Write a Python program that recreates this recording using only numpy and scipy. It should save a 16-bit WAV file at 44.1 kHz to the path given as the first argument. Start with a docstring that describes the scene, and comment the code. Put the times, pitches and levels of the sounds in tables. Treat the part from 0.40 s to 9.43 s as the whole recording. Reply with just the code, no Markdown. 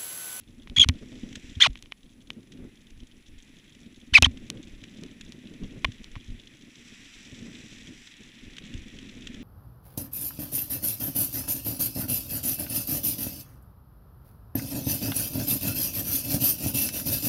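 """Wind buffets the microphone over wheels drumming and hissing on wet asphalt: a drift trike coasting,
heard from the seat, through a camera worn by the rider in a waterproof case.
Just below, the tyres tear the water film and throw brighter spray when the rear wheels slide.
Right at the microphone, as the rider shifts, the wet case clicks, bumps and squeaks against mount and
clothing, and a rain jacket rustles. Under it all lie the camera's own faint hiss and whine."""
import sys
import numpy as np
from scipy import signal
from scipy.fft import rfft, irfft, next_fast_len
from scipy.io import wavfile

SR = 44100
rng = np.random.default_rng(int(sys.argv[2]) if len(sys.argv) > 2 else 0)


def waveform_to_disk(signal):
    """Save audio, clipped to [-1, 1], as 16-bit WAV at the path in sys.argv[1]."""
    frames = np.transpose(np.atleast_2d(signal))
    scaled = np.clip(frames, -1, 1) * 32767
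    samples = np.round(scaled).astype(np.int16)
    wavfile.write(sys.argv[1], SR, samples)


N = 398223
TIME = np.arange(N) / SR
CUTOFF_HZ = 15500


def from_db(db):
    """Decibels to gain."""
    return 10 ** (np.asarray(db) / 20)


def rms_one(x):
    """Scale to unit rms."""
    return x / np.sqrt(np.mean(x ** 2) + 1e-20)


def in_time(rows):
    """A curve of (time, value) rows at every sample."""
    return np.interp(TIME, *np.transpose(rows))


def add(out, s, sound):
    """Mix a short sound in at time s."""
    i = max(round(s * SR), 0)
    out[i:i + len(sound)] += sound[:N - i]


def envelope(t, length_s, attack_s, release_s):
    """Rise, hold and fall, as a gain."""
    return np.clip(np.minimum(t / attack_s, (length_s - t) / release_s), 0, 1)


def swell(s, half_width_s):
    """A smooth rise and fall around time s, as a gain."""
    return np.exp(-.5 * np.minimum(((TIME - s) / half_width_s) ** 2, 100))


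def drift(rate, size=N):
    """Smooth chance with spread 1 that changes about rate times a second."""
    padded = next_fast_len(size)
    hz = np.fft.rfftfreq(padded, 1 / SR)
    slow = irfft(rfft(rng.standard_normal(padded)) / (1 + (hz / rate) ** 2))
    return rms_one(np.resize(slow, size))


def coloured(x, spectrum):
    """Give x a spectrum that falls 20 dB an octave beyond its ends; rms 1."""
    hz, db = np.transpose(spectrum)
    size = next_fast_len(len(x), True)
    octave, points = np.log2(np.fft.rfftfreq(size, 1 / SR) + 1), np.log2(hz)
    beyond = np.abs(octave - np.clip(octave, points[0], points[-1]))
    gain = from_db(np.interp(octave, points, db) - 20 * beyond)
    return rms_one(irfft(rfft(x, size) * gain, size)[:len(x)])


def grains(per_s, spread_db):
    """Tiny impacts at random times, a few much larger than the rest."""
    sizes = from_db(spread_db * np.minimum(rng.exponential(1, N), 4))
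    signs = rng.choice([-1, 1], N)
    return rms_one(sizes * signs * (rng.random(N) < per_s / SR))


def ring(x, hz, t60):
    """A unit click sets a sine of height 1 ringing."""
    r, w = from_db(-60 / (t60 * SR)), 2 * np.pi * hz / SR
    return signal.lfilter([0, np.sin(w)], [1, -2 * r * np.cos(w), r * r], x + 1e-18)


def soften(x, hz):
    """A yielding contact passes little above hz."""
    return signal.sosfilt(signal.butter(2, min(hz, SR / 3), fs=SR, output="sos"), x)


# Headwind on the case, right at the microphone: t/s, relative level/dB
HEADWIND_LEVEL = [(0.0, -56), (1.16, -50), (1.46, -61), (3.49, -64.5), (3.9, -50.5), (4.37, -59),
                  (5.1, -65), (5.31, -54), (6.04, -63), (6.28, -69), (6.99, -59), (7.92, -67),
                  (8.57, -54.5), (9.03, -52)]
# Single gusts on the case: t/s, level/dB
WIND_GUSTS = [(2.22, -50), (2.56, -47.5), (2.95, -48.5), (4.36, -50), (4.86, -51.5), (5.27, -43),
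              (5.75, -43.5), (5.92, -42.5), (8.08, -52), (8.38, -41)]
# Wind as heard inside the case: f/Hz, relative level/dB
WIND_SPECTRUM = [(15, 3.5), (35, 0), (70, -11), (110, -10), (200, -31.5)]


def wind(jolts, gain_db, gust_half_width_s):
    """Lumpy air pushes on the case, steadily and in gusts."""
    gusts = sum(from_db(db) * swell(s, gust_half_width_s) for s, db in WIND_GUSTS)
    level = np.hypot(from_db(in_time(HEADWIND_LEVEL) + gain_db), gusts)
    return level * from_db(3.6 * jolts) * coloured(rng.standard_normal(N), WIND_SPECTRUM)


# Wheels on the asphalt, just below the microphone: t/s, relative level/dB
RUMBLE_LEVEL = [(0.0, -61), (0.45, -50.5), (0.85, -46.5), (1.48, -63), (2.11, -54), (2.64, -62),
                (3.22, -59.5), (3.77, -56), (3.92, -49.5), (4.37, -54), (4.53, -48.5), (5.03, -53),
                (5.31, -44.5), (5.71, -57.5), (6.79, -58), (7.04, -50), (7.55, -60.5), (9.03, -46)]
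# Rough patches passing under the trike: t/s, half width/s, level/dB
ROUGH_PATCHES = [(0.88, 0.063, -47), (1.97, 0.021, -46), (2.199, 0.053, -43.5), (4.15, 0.034, -36.5),
                 (4.65, 0.032, -46), (7.07, .07, -45), (7.5, 0.04, -50), (8.3, 0.1, -49)]
# The hollow wheels, heard from the seat: f/Hz, relative level/dB
WHEEL_SPECTRUM = [(60, -19), (120, -7), (170, -7), (245, 0.5), (310, -7), (420, -16.5), (600, -25.5),
                  (900, -39.5), (1500, -38)]


def wheel_rumble(jolts, gain_db):
    """Asphalt drums in the hollow wheels, harder over rough patches."""
    patches = sum(from_db(db) * swell(s, half_width_s) for s, half_width_s, db in ROUGH_PATCHES)
    level = np.hypot(from_db(in_time(RUMBLE_LEVEL) + gain_db), patches)
    return level * from_db(3.7 * jolts) * coloured(rng.standard_normal(N), WHEEL_SPECTRUM)


# Water under the tyres, down at road level: t/s, relative level/dB
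WATER_LEVEL = [(0.0, -70.5), (0.3, -67), (0.45, -62), (1.11, -56), (1.56, -73), (2.26, -64.5),
               (2.86, -66.5), (3.02, -61), (3.52, -63), (4.05, -60.5), (5.71, -57.5), (6.26, -60.5),
               (6.54, -53.5), (7.29, -54.5), (7.92, -56), (8.3, -53), (8.7, -55), (9.03, -53.5)]
# Rear wheels sliding, close behind the rider: start/s, end/s, extra spray/dB
REAR_SLIDES = [(0.548, 1.2, 4), (6.267, 7.75, 5.5)]
# Tyre hiss, heard from the seat: f/Hz, relative level/dB
TYRE_SPECTRUM = [(700, -17.5), (1250, -13), (1600, -6.5), (1900, 1.5), (2100, 0), (2550, 2), (2900, -2),
                 (3400, -0.5), (3900, -5), (4600, -19.5), (6000, -29)]
# Fine spray off the wheels: f/Hz, relative level/dB
SPRAY_SPECTRUM = [(3200, -10), (4100, -7.5), (4600, -6), (5050, 0.5), (5300, -4), (5700, 4), (6500, -5),
                  (7200, -2), (8000, -5), (8800, -17.5), (11000, -22.5), (15000, -33)]


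def wet_tyres(hiss_gain_db, spray_gain_db, slide_fade_s):
    """The water film tears and fine spray flies; a slide lifts the spray far more than the hiss."""
    water_db = in_time(WATER_LEVEL)
    slide_db = sum(db * envelope(TIME - start, end - start, slide_fade_s, slide_fade_s)
                   for start, end, db in REAR_SLIDES)
    puddles = drift(25)
    hiss_db = water_db + hiss_gain_db + .17 * slide_db + .94 * puddles
    spray_db = water_db + spray_gain_db + slide_db + 1.4 * puddles
    hiss = from_db(hiss_db) * coloured(rng.standard_normal(N), TYRE_SPECTRUM)
    spray = from_db(spray_db) * coloured(grains(4000, spread_db=3), SPRAY_SPECTRUM)
    return hiss + spray


# Jacket fabric beside the microphone, under drops or creasing: f/Hz, relative level/dB
JACKET_SPECTRUM = [(800, -26), (1800, -3.5), (2600, -2), (3400, 4.5), (4600, -11.5), (6200, -6),
                   (8000, -14), (10000, -32.5), (15000, -36)]


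def drops(level_db, decay_s):
    """Drops patter on the rider, each a brief splatter in one of four pitch bands."""
    patter = np.zeros(N)
    for hz in np.geomspace(3400, 7600, num=4):
        hits = np.abs(grains(12, spread_db=2.2)) + 1e-18
        splats = signal.lfilter([1], [1, -np.exp(-1 / (decay_s * SR))], hits)
        patter += signal.lfilter(*signal.iirpeak(hz, 1.5, fs=SR), splats * rng.standard_normal(N))
    # rain keeps falling at any speed, so the patter follows the tyres only half way
    water_db = in_time(WATER_LEVEL)
    return from_db(level_db + .5 * (water_db - water_db.mean())) * coloured(patter, JACKET_SPECTRUM)


# Noise floor behind the microphone: f/Hz, relative level/dB
FLOOR_SPECTRUM = [(300, 7.5), (2000, 2.5), (9000, -2.5), (12000, -7), (15500, -8)]


def electronics(hiss_db, whine_db, whine_hz):
    """The camera's own faint hiss and thin whine."""
    hiss = from_db(hiss_db) * coloured(rng.standard_normal(N), FLOOR_SPECTRUM)
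    whine = from_db(whine_db) * rms_one(np.sin(2 * np.pi * whine_hz * TIME))
    return hiss + whine


# Modes of the case around the microphone: f/Hz, relative level/dB, t60/s
CASE_MODES = [(1050, -10.5, 0.013), (1890, -9, 0.013), (2375, -4, 0.0067), (3000, -2, 0.0095),
              (3550, 0, 0.0035), (4260, -5, 0.0064), (5710, -5, 0.0016), (6790, -7, 0.0024),
              (9040, -19.5, 0.0052), (12500, -24, 0.0024)]


def case_ring(force, contact_hz, sharpness):
    """The plastic case rings; the contact's speed decides which modes are driven most."""
    push = signal.lfilter(*signal.iirpeak(min(contact_hz, SR / 3), sharpness, fs=SR), force)
    return sum(from_db(db) * ring(push, hz, t60) * (-1) ** k
               for k, (hz, db, t60) in enumerate(CASE_MODES))


# Slips and snaps of the mount, right at the microphone: t/s, peak level/dB, brightness f/Hz
MOUNT_CLICKS = [(0.2735, -33, 1740), (0.298, -32, 3660), (0.488, -8, 5840), (0.4941, -16.5, 2000),
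                (1.3556, -29.5, 2450), (1.4250, -32, 7500), (1.4585, -38.5, 2780), (1.5216, -21, 2360),
                (1.9035, -19.5, 2800), (3.8238, -0.5, 6960), (3.8259, -11.5, 620), (4.1012, -17, 7580),
                (4.6359, -31.5, 6400), (4.9219, -31.5, 5560), (5.4455, -9, 1900), (5.4467, -17, 2190),
                (5.4484, -8, 2200), (5.4501, -17.5, 1140), (5.6432, -31, 5100), (5.755, -29, 1710),
                (5.762, -34, 1130)]


def clicks(sharpness, cycles):
    """Each slip is a crack of a few cycles and the short ring of the case; slow slips are dull."""
    out, impulse = np.zeros(N), signal.unit_impulse(SR // 40)
    for s, db, hz in MOUNT_CLICKS:
        crack = ring(impulse, hz, cycles / hz)
        body = case_ring(impulse, hz, sharpness)
        click = soften(crack + body / np.abs(body).max(), 5.7 * hz)
        add(out, s, from_db(db) * click / np.abs(click).max())
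    return out


# Soft bumps, carried through the case to the microphone: t/s, peak level/dB, f/Hz
CASE_BUMPS = [(0.297, -32, 55.5), (0.375, -23, 109.7), (0.395, -24.5, 80), (0.459, -23, 75),
              (0.488, -12, 82.3), (1.167, -27.5, 82), (1.273, -28.5, 129.4), (1.295, -25.5, 44.6),
              (3.724, -24, 64), (3.784, -23.5, 89), (3.821, -11.5, 74.4), (3.865, -16.5, 77.5),
              (5.45, -24, 54.5), (5.483, -26, 103.6), (5.762, -29.5, 100), (5.882, -32, 65),
              (8.346, -29, 84)]


def bumps(rise_s, cycles, hollow_hz, hollow_t60, hollow_db):
    """A soft push rocks the case for a few slow cycles, with a short hollow knock on top."""
    out, t = np.zeros(N), TIME[:SR // 4]
    knock = from_db(hollow_db) * ring(signal.unit_impulse(len(t)), hollow_hz, hollow_t60)
    onset = 1 - np.exp(-(t / rise_s) ** 2)
    for s, db, hz in CASE_BUMPS:
        rock = np.sin(2 * np.pi * hz * t) * from_db(-60 * t * hz / cycles)
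        bump = (rock + knock) * onset
        add(out, s, from_db(db) * bump / np.abs(bump).max())
    return out


# The wet case rubbing in its mount, right at the microphone:
# t/s, length/s, slowing time/s, slip rate at full speed/Hz, relative level/dB
MOUNT_RUBS = [(.3615, .027, .004, 2300, -26), (.3955, .053, .024, 3200, -23), (1.2, .073, .04, 1980, -19),
              (3.7345, .054, .018, 2150, -17.5), (3.825, .012, .012, 1900, -19),
              (3.8415, .025, .02, 2200, -24)]


def judders(uneven_db, contact_hz, soft_hz, direct_db):
    """A rub speeds up, then slows to a stop; the rate of its slips follows the speed."""
    out = np.zeros(N)
    for s, length_s, slowing_s, top_hz, db in MOUNT_RUBS:
        t = TIME[:int(length_s * SR)]
        speeding_up = np.interp(t, [0, .014], [.65, 1])
        slowing_down = np.interp(length_s - t, [0, slowing_s], [.27, 1])
        slip_hz = top_hz * np.minimum(speeding_up, slowing_down)
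        phase = 2 * np.pi * np.cumsum(slip_hz * from_db(uneven_db * drift(800, len(t)))) / SR
        # stress builds and lets go once a slip: a rounded sawtooth, whose jumps knock on the case
        sawtooth = sum(np.sin(k * phase) / k * (k * slip_hz < CUTOFF_HZ) for k in range(1, 20))
        stress = soften(sawtooth, soft_hz)
        knocks = case_ring(np.gradient(stress), contact_hz, sharpness=.15)
        judder = rms_one(rms_one(knocks) + from_db(direct_db) * rms_one(stress))
        shape = envelope(t, length_s, attack_s=.12 * length_s, release_s=.0021)
        add(out, s, from_db(db) * shape * judder)
    return out


# The mount gripping the case tightly, just as close:
# t/s, length/s, attack/s, first f/Hz, last f/Hz, relative level/dB
GRIP_SQUEALS = [(.362, .019, .006, 3400, 3150, -19), (.379, .0095, .007, 3050, 3550, -11),
                (.3958, .0095, .0015, 3330, 3500, -7.5), (.4045, .022, .007, 3450, 3080, -8.5),
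                (.426, .013, .002, 3150, 3330, -13), (1.209, .023, .016, 2950, 3680, -7.5),
                (1.25, .012, .006, 2750, 2150, -17), (3.748, .029, .003, 2720, 2130, -6),
                (3.827, .009, .004, 2850, 2350, -11.5), (3.8435, .008, .003, 3250, 2980, -8.5)]
SQUEAL_RELEASE = .3   # share of a squeal's length


def squeals(second_db, third_db, flutter_db, rasp_db, rasp_hz):
    """A tight grip sings one gliding, fluttering tone with two overtones and a trace of friction noise."""
    out = np.zeros(N)
    for s, length_s, attack_s, first_hz, last_hz, db in GRIP_SQUEALS:
        t = TIME[:int(length_s * SR)]
        waver = 1 + .01 * drift(550, len(t)) + .015 * drift(90, len(t))
        phase = 2 * np.pi * np.cumsum(np.linspace(first_hz, last_hz, len(t)) * waver) / SR
        overtones = from_db(second_db) * np.sin(2 * phase) + from_db(third_db) * np.sin(3 * phase)
        rasp = from_db(rasp_db) * soften(rng.standard_normal(len(t)), rasp_hz)
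        flutter = from_db(flutter_db * drift(170, len(t)))
        tone = rms_one((np.sin(phase) + overtones + rasp) * flutter)
        add(out, s, from_db(db) * envelope(t, length_s, attack_s, SQUEAL_RELEASE * length_s) * tone)
    return out


def squeaks(judder_gain_db, squeal_gain_db, grip_damps_db):
    """The wet case rubs: the judder of separate slips gives way to the squeal of a tight grip."""
    grip = sum(envelope(TIME - s, length_s, attack_s, SQUEAL_RELEASE * length_s)
               for s, length_s, attack_s, *_ in GRIP_SQUEALS)
    judder = judders(uneven_db=1.15, contact_hz=2600, soft_hz=7000, direct_db=-10)
    squeal = squeals(second_db=-18, third_db=-34.5, flutter_db=2.2, rasp_db=-32, rasp_hz=8950)
    return from_db(judder_gain_db - grip_damps_db * grip) * judder + from_db(squeal_gain_db) * squeal


# The rain jacket creasing beside the microphone: t/s, relative level/dB
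JACKET_RUSTLES = [(0.9266, -36.5), (0.955, -23), (1.3728, -39), (2.1206, -39.5), (2.504, -44),
                  (3.348, -43.5), (3.9718, -36.5), (4.4376, -33.5), (4.81, -29), (5.5187, -36),
                  (7.6722, -36), (8.166, -33), (8.182, -30), (8.3393, -33.5), (8.587, -35.5), (8.871, -27),
                  (8.9434, -34.5)]


def rustles(rise_s, snap_s, snap_db, gain_db):
    """Folds of stiff wet fabric give way, each in a small snap and clump of crackle."""
    level, t = np.zeros(N), TIME[:SR // 8]
    clump = t / rise_s * np.exp(1 - t / rise_s)
    snap = from_db(snap_db) * t / snap_s * np.exp(1 - t / snap_s)
    for s, db in JACKET_RUSTLES:
        add(level, s, from_db(db + gain_db) * (clump + snap))
    return level * coloured(grains(6000, spread_db=1.5), JACKET_SPECTRUM)


def scene():
    """One microphone on the rider: road below, air ahead, case and jacket closest of all."""
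    jolts = drift(28)   # rumble and wind shake together
    mix = wheel_rumble(jolts, gain_db=2)
    mix += wind(jolts, gain_db=3, gust_half_width_s=.046)
    mix += wet_tyres(hiss_gain_db=-.5, spray_gain_db=-10.5, slide_fade_s=.033)
    mix += drops(level_db=-62.5, decay_s=.004)
    mix += clicks(sharpness=2.1, cycles=2.2)
    mix += bumps(rise_s=.003, cycles=6.7, hollow_hz=253, hollow_t60=.11, hollow_db=-12.5)
    mix += squeaks(judder_gain_db=1, squeal_gain_db=-.63, grip_damps_db=6)
    mix += rustles(rise_s=.0019, snap_s=.0015, snap_db=-17, gain_db=-9.5)
    mix += electronics(hiss_db=-71, whine_db=-78.5, whine_hz=10519)
    return mix[None]


def record(dry):
    """The camera clips any peak past full scale and cuts the top treble."""
    low_pass = signal.ellip(10, .3, 80, CUTOFF_HZ, fs=SR, output="sos")
    return signal.sosfilt(low_pass, np.clip(dry, -1, 1))


dry = scene()
out = record(dry)
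waveform_to_disk(out)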